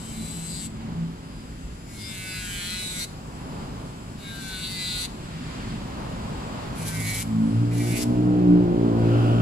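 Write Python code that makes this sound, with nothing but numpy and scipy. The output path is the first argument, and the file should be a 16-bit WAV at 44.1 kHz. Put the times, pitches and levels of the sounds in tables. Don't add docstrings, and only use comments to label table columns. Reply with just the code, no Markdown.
import sys
import numpy as np
from scipy import signal
from scipy.fft import rfft, irfft, next_fast_len
from scipy.io import wavfile
from scipy.ndimage import uniform_filter1d, map_coordinates

SR = 44100
rng = np.random.default_rng(int(sys.argv[2]) if len(sys.argv) > 2 else 0)


def bounce(signal):
    frames = np.transpose(np.atleast_2d(signal))
    limited = np.clip(frames, -1, 1)
    pcm = np.round(limited * 32767).astype(np.int16)
    wavfile.write(sys.argv[1], SR, pcm)


N = 414981
T = np.arange(N) / SR


def undb(db):
    return 10 ** (np.asarray(db) / 20)


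def unit(x):
    return x / np.sqrt(np.mean(x ** 2))


def curves(rows):
    times, *columns = np.transpose(rows)
    return [np.interp(T, times, column) for column in columns]


def bump(s, half_s):
    return np.exp(-((T - s) / half_s) ** 2)


def wander(rate):
    step = int(SR / rate)
    return 1.265 * uniform_filter1d(np.repeat(rng.standard_normal(N // step + 1), step), step)[:N]


def filtered(x, response):
    size = next_fast_len(x.shape[-1], real=True)
    hz = np.arange(size // 2 + 1) * SR / size + 0.0012
    return irfft(rfft(x, size) * response(hz), size)[..., :x.shape[-1]]


def tone(points):
    hz, db = np.transpose(points)
    return lambda f: undb(np.interp(np.log(f), np.log(hz), db))


def resonances(modes):
    return lambda f: sum(undb(db) / (1 + (2 * (f - hz) / width) ** 4) for hz, width, db in modes)


def stereo(mid, side, spread):
    return unit(np.array([mid + spread * side, mid - spread * side]))


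def knocks(hz, contact, patchy_db, slip, renew_rate, count=90):
    rows = int(N / SR * renew_rate) + 2
    place = contact * rng.standard_normal(count)
    drift, size = rng.standard_normal((rows, 2, count)).transpose(1, 0, 2)
    overtones = undb(patchy_db * size) * np.exp(1j * (slip * drift - 2 * np.pi * np.cumsum(place)))
    patterns = irfft(np.pad(overtones, ((0, 0), (1, 0))), 2048)
    position = np.cumsum(hz) / SR % 1 * patterns.shape[1]
    return unit(map_coordinates(patterns, [T * renew_rate, position], order=1, mode="grid-wrap"))


# f/Hz, level/dB
WHINE_TONE = [(2250, -33), (3400, -38), (4900, 0.5), (5600, -11), (7900, -0.5), (9200, -14.5),
              (10500, -3.5), (12500, -17)]
# t/s, half length/s, level change/dB
DRAWN_BACK = [(0.901, 0.5, -4), (8.605, 0.4, -8.5)]


def whine(hz):
    bearings = [knocks(hz, contact=.3, patchy_db=3, slip=.7, renew_rate=8) for _ in range(2)]
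    hiss = .5 * rng.standard_normal((2, N))
    whirr = stereo(*(bearings + hiss), spread=1.0)
    away_db = sum(db * bump(s, half_s) for s, half_s, db in DRAWN_BACK)
    return undb(-57.5 + away_db) * unit(filtered(whirr, tone(WHINE_TONE)))


# touch/s, full pressure/s, lift/s, chips over steady scrape/dB, fingertip/dB,
# nail/dB, bit/dB, shank/dB, swell from touch to lift/dB, catch on the nail's edge/dB
STROKES = [(-0.25, 0.47, 0.666, 0, -56, -52, -45.5, -43.5, 9, 6),
           (1.87, 2.61, 3.046, 0, -42.5, -43.5, -39.5, -46.5, 3, 6),
           (4.17, 4.85, 5.056, 1, -47, -34.5, -41.5, -47, 13, 6),
           (6.75, 7.05, 7.226, 9, -39.5, -52, -41, -58, 6, 5),
           (7.71, 7.86, 8.036, 5, -43, -47, -41.5, -58, 7, 8)]
PART_RESPONSES = [(0.46, 0.2, 0.17), (0.42, 0.52, 0.18), (0.53, 0.032, 0.68), (0.46, 1.0, 0.42)]


def strokes():
    catch_s, release_s = 0.065, 0.0065
    touching, grit, gains = np.zeros(N), np.zeros(N), np.zeros((len(PART_RESPONSES), N))
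    for touch, heaviest, lift, grit_db, *parts_db, swell_db, catch_db in STROKES:
        on = (T > touch) & (T < lift + 10 * release_s)
        pressure = np.clip((T[on] - touch) / (heaviest - touch), 0, 1)
        to_go = np.maximum(lift - T[on], 0)
        held = np.exp(-np.maximum(T[on] - lift, 0) / release_s)
        catch = 1 / (1 + (to_go / catch_s) ** 4)
        touching[on], grit[on] = held, grit_db
        for gain, db, (exponent, swells, bites) in zip(gains, parts_db, PART_RESPONSES):
            db = db - swells * swell_db * to_go / (lift - touch) + bites * catch_db * catch
            gain[on] += pressure ** exponent * undb(db) * held
    return touching, grit, gains


def scrape(hz, contact, grit_db, bite, spread):
    dig = np.exp(bite * np.cos(2 * np.pi * np.cumsum(hz) / SR) + .25 * wander(90))
    chip_db = 1.8 * np.minimum(rng.exponential(size=N), 7)
    chips = rng.standard_normal((2, N)) * undb(chip_db) * dig
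    chips = unit(filtered(chips, np.sqrt))
    teeth = [knocks(hz, contact, patchy_db=4.5, slip=.35, renew_rate=11) for _ in range(2)]
    return stereo(*(teeth + undb(grit_db) * chips), spread)


def ring(push, modes, waver_db=1.8):
    return unit(sum(filtered(push, resonances([mode])) * undb(waver_db * wander(14)) for mode in modes))


# f/Hz, width/Hz, level/dB
FINGERTIP_RINGS = [(1600, 480, -5), (2200, 480, 4)]
NAIL_RINGS = [(2810, 570, -2.5), (3716, 610, 2), (4160, 290, 5), (4580, 410, 1)]
SHANK_RINGS = [(8070, 1200, 0)]
# f/Hz, level/dB
BIT_TONE = [(600, -33), (1300, -21.5), (3000, 1), (6000, -3), (8700, -6), (10500, 1.5), (13800, -11),
            (15500, -29)]


def grinding(hz):
    touching, grit_db, gains = strokes()
    rub = scrape(hz, contact=.18, grit_db=-7, bite=.5, spread=.5)
    edges = scrape(hz, contact=.28, grit_db=grit_db, bite=.3, spread=.6)
    tip, nail, shank = ring(rub, FINGERTIP_RINGS), ring(rub, NAIL_RINGS), ring(edges, SHANK_RINGS)
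    bit = unit(filtered(edges, tone(BIT_TONE)))
    return sum(gain * part for gain, part in zip(gains, (tip, nail, bit, shank))) + touching * flares(rub)


# t/s, half length/s, f/Hz, width/Hz, level/dB
RINGING_SPOTS = [(.25, 0.32, 3030, 300, -59.5), (.3, 0.19, 4030, 220, -53),
                 (0.553, 0.075, 4440, 1200, -45.5), (2.06, 0.055, 5020, 450, -44.5),
                 (2.09, 0.083, 3520, 250, -46.5), (2.262, .15, 2670, 298, -46),
                 (2.333, 0.08, 4940, 500, -49), (2.474, 0.23, 1660, 447, -43.5),
                 (2.58, 0.12, 3180, 300, -43.5), (2.713, 0.11, 3200, 2600, -41.5),
                 (2.836, 0.11, 3900, 220, -36.5), (2.995, 0.048, 2100, 220, -45.5),
                 (3.036, 0.04, 4080, 560, -36), (4.445, 0.15, 1556, 223, -43.5),
                 (4.652, 0.025, 3806, 1300, -39.5), (4.9, 0.15, 3860, 696, -35.5),
                 (4.878, 0.096, 4700, 200, -47), (4.9, 0.35, 2030, 149, -50.5),
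                 (7.1, 0.052, 2100, 303, -41), (7.143, 0.096, 3700, 2000, -47),
                 (7.719, 0.022, 2220, 400, -48), (7.81, 0.0091, 2230, 400, -46.5),
                 (7.945, 0.051, 2370, 600, -41), (8.02, 0.034, 5170, 1200, -40)]


def flares(rub):
    out = np.zeros((2, N))
    for s, half_s, hz, width, db in RINGING_SPOTS:
        near = abs(T - s) < 3 * half_s
        swell = bump(s, half_s)[near]
        note = swell * filtered(rub[:, near], resonances([(hz, width, 0)]))
        out[:, near] += undb(db) * unit(note) * np.sqrt(np.mean(swell ** 2))
    return out


def room(x, fade_s=.45, echo_db=-15):
    t = T[:SR // 2]
    tail = rng.standard_normal((2, len(t))) * undb(-60 * t / fade_s)
    return x + undb(echo_db) * signal.fftconvolve(x, unit(tail) / np.sqrt(len(t)), axes=1)[:, :N]


IDLE_HZ = 201.6
# t/s, turning rate/Hz
MOTOR_SPEED = [(0, 196.5), (.32, 188.6), (.49, 187.2), (.65, 190.3), (.72, IDLE_HZ), (1.89, IDLE_HZ),
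               (2.03, 194.5), (2.18, 189), (2.29, 187.8), (2.61, 176.6), (2.8, 184.3), (2.9, 185.6),
               (3.03, 176.8), (3.11, IDLE_HZ), (4.24, IDLE_HZ), (4.4, 196), (4.57, 187.3), (4.71, 187.4),
               (4.87, 181.3), (5.02, 181), (5.12, IDLE_HZ), (6.76, IDLE_HZ), (6.93, 194), (7.05, 186),
               (7.16, 188), (7.29, IDLE_HZ), (7.73, IDLE_HZ), (7.87, 188.3), (7.92, 191), (8.03, 185.3),
               (8.1, IDLE_HZ)]
# f/Hz, left minus right/dB
DRILL_BALANCE = [(1500, 12.5), (2000, -0.5), (3300, -1), (5000, 8), (7800, 15.5), (9200, -10.5),
                 (10600, -8.5), (12500, 0)]


def drill():
    hz = curves(MOTOR_SPEED)[0] * (1 + .0016 * wander(50))
    sides = np.array([[.5], [-.5]])
    return room(filtered(grinding(hz) + whine(hz), lambda f: tone(DRILL_BALANCE)(f) ** sides))


def street_noise(colour, spread):
    noise = stereo(*rng.standard_normal((2, N)), spread)
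    return unit(filtered(noise, tone(colour))) * undb(0.75 * wander(9))


# rumble/dB, tyre roar/dB, tyre hiss/dB
FAR_TRAFFIC = (-42, -54.5, -51.5)
# t when nearest/s, half length/s, rumble/dB, tyre roar/dB, tyre hiss/dB
VEHICLES = [(0.2, 0.17, -39.5, -48, -55), (0.92, 0.13, -35.5, -47, -56), (3.6, 0.2, -35.5, -41, -52),
            (5.62, 0.21, -35, -70, -44), (6.45, 0.54, -34.5, -37.5, -45), (9.251, 0.23, -43.5, -37, -44.5)]
# t/s, half length/s, level/dB
SURGES = [(1.61, 0.19, -34.5), (2.513, 0.17, -37)]
# f/Hz, level/dB
RUMBLE_TONE = [(20, -13), (50, 2), (85, -5), (125, 0), (230, -3), (400, -16.5), (1000, -68)]
SURGE_TONE = [(20, -20.5), (52, 5), (130, -43), (400, -100)]
ROAR_TONE = [(200, -11), (400, -4.5), (1050, -5.5), (1500, -15), (3000, -44)]
HISS_TONE = [(700, -9.5), (1400, 0.5), (3000, -3.5), (4800, -7), (6100, -14.5), (7800, -13.5), (11500, -28),
             (15000, -49)]


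def traffic():
    power = undb(FAR_TRAFFIC)[:, None] ** 2
    for s, half_s, *levels_db in VEHICLES:
        nearness = 1 / np.hypot(1, (T - s) / half_s)
        power = power + np.outer(undb(levels_db), nearness ** 1.09) ** 2
    rumble, roar, hiss = np.sqrt(power)
    surge = sum(undb(db) * bump(s, half_s) for s, half_s, db in SURGES)
    return (rumble * street_noise(RUMBLE_TONE, spread=0.058)
            + surge * street_noise(SURGE_TONE, spread=0.055)
            + roar * street_noise(ROAR_TONE, spread=0.76)
            + hiss * street_noise(HISS_TONE, spread=0.71))


def boom(angle, loudness, harmonics, lowest, dips=(), dip_half_s=0.052, echo_share=.16):
    boom_db, = curves(loudness)
    sizes = np.array([undb(db + depth_db * np.cos(2 * np.pi * (T - peak_s) / every_s))
                      for db, peak_s, every_s, depth_db in harmonics])
    shares = np.sqrt(2) * sizes / np.linalg.norm(sizes, axis=0)
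    for s, k in dips:
        shares[k - lowest] *= 1 - bump(s, dip_half_s)
    hum = np.zeros(N)
    for k, share in enumerate(shares, lowest):
        echo = wander(18) * np.cos(k * angle) + wander(18) * np.sin(k * angle)
        hum += share * np.cos(k * angle) + echo_share * echo
    return undb(boom_db) * hum


# t/s, level/dB
FAR_LOUDNESS = [(0, -45.5), (0.199, -34), (0.7, -42.5), (0.88, -37.5), (1.03, -26), (1.25, -46.5),
                (2.2, -49.5)]
# relative level/dB, t of one swell/s, time between swells/s, depth/dB
FAR_HARMONICS = [(1.5, 1.06, 0.628, 10.5), (-4.5, .1, 0.69, 8)]


def far_bike(angle):
    return boom(angle, FAR_LOUDNESS, FAR_HARMONICS, lowest=3)


# t/s, level/dB
NEAR_LOUDNESS = [(6.501, -46.5), (7.03, -29.5), (7.18, -37), (7.44, -18), (7.62, -21), (7.98, -25),
                 (8.53, -14.5), (8.66, -21.5), (9.38, -19.5)]
# relative level/dB, t of one swell/s, time between swells/s, depth/dB
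NEAR_HARMONICS = [(3, 4.99, 1.02, 4.2), (-1.1, 8.52, 1.77, 9.9), (-4.5, 8.1, 0.766, 12.4),
                  (1.7, 8.526, 2.394, 9.5)]
# t/s, harmonic number
ECHO_DIPS = [(7.47, 2), (7.46, 3), (8.0, 2), (8.7, 5), (9.18, 3)]
# t/s, half length/s, harmonic number, level/dB
PIPE_NOTES = [(8.72, 0.45, 6, -26), (8.35, 0.23, 8, -37), (9.0, .11, 9, -34)]


def near_bike(angle):
    hum = boom(angle, NEAR_LOUDNESS, NEAR_HARMONICS, lowest=2, dips=ECHO_DIPS)
    return hum + sum(np.sqrt(2) * undb(db) * bump(s, half_s) * np.cos(k * angle + .5 * wander(13))
                     for s, half_s, k, db in PIPE_NOTES)


# t/s, exhaust bark/dB, engine rasp/dB
BARK_LEVELS = [(7.2, -52, -62), (7.55, -38, -54), (8.3, -28, -55), (8.9, -27.5, -57.5), (9.15, -26.5, -40)]
# f/Hz, width/Hz, level/dB
CASING_RINGS = [(1370, 310, 2), (2910, 960, -7)]
# f/Hz, level/dB
PIPE_TONE = [(290, -3), (355, 4), (480, -1.5), (850, -10), (1150, -17), (3000, -49.5)]
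THROB_TONE = [(30, 8), (300, 18.5), (700, -51)]


def bark_and_rasp(hz, angle):
    bark_db, rasp_db = curves(BARK_LEVELS)
    firings = [knocks(hz, contact=.26, patchy_db=3.5, slip=.7, renew_rate=7) for _ in range(2)]
    gas = undb(1.5) * rng.standard_normal((2, N)) * (1 + .5 * np.cos(angle))
    puffs = stereo(*(firings + gas), spread=0.43)
    pipe = unit(filtered(puffs, tone(PIPE_TONE)))
    rasp = unit(filtered(puffs, resonances(CASING_RINGS)))
    throb = undb(-4.0) * street_noise(THROB_TONE, spread=0.21)
    return undb(bark_db) * (pipe + throb) + undb(rasp_db) * rasp


# t/s, firing rate/Hz
NEAR_FIRING = [(6.6, 52.7), (7.2, 54.23), (7.402, 55.54), (7.58, 57.7), (8.15, 60.08), (8.35, 60.17),
               (8.869, 57.8), (9.41, 57.67)]


def motorbikes(far_firing_hz=55.3):
    far_hz, near_hz = (hz * (1 + .007 * wander(25)) for hz in (far_firing_hz, *curves(NEAR_FIRING)))
    far_angle, near_angle = 2 * np.pi * np.cumsum([far_hz, near_hz], axis=1) / SR
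    return far_bike(far_angle) + near_bike(near_angle) + bark_and_rasp(near_hz, near_angle)


def from_right(x, lag_s):
    return filtered(x, lambda f: np.exp(-2j * np.pi * f * lag_s * np.array([[1], [0]])))


def scene():
    return from_right(drill(), lag_s=.00002) + from_right(traffic() + motorbikes(), lag_s=.000415)


def record(dry):
    return signal.sosfilt(signal.ellip(10, .2, 80, 15600, fs=SR, output="sos"), dry)


dry = scene()
out = record(dry)
bounce(out)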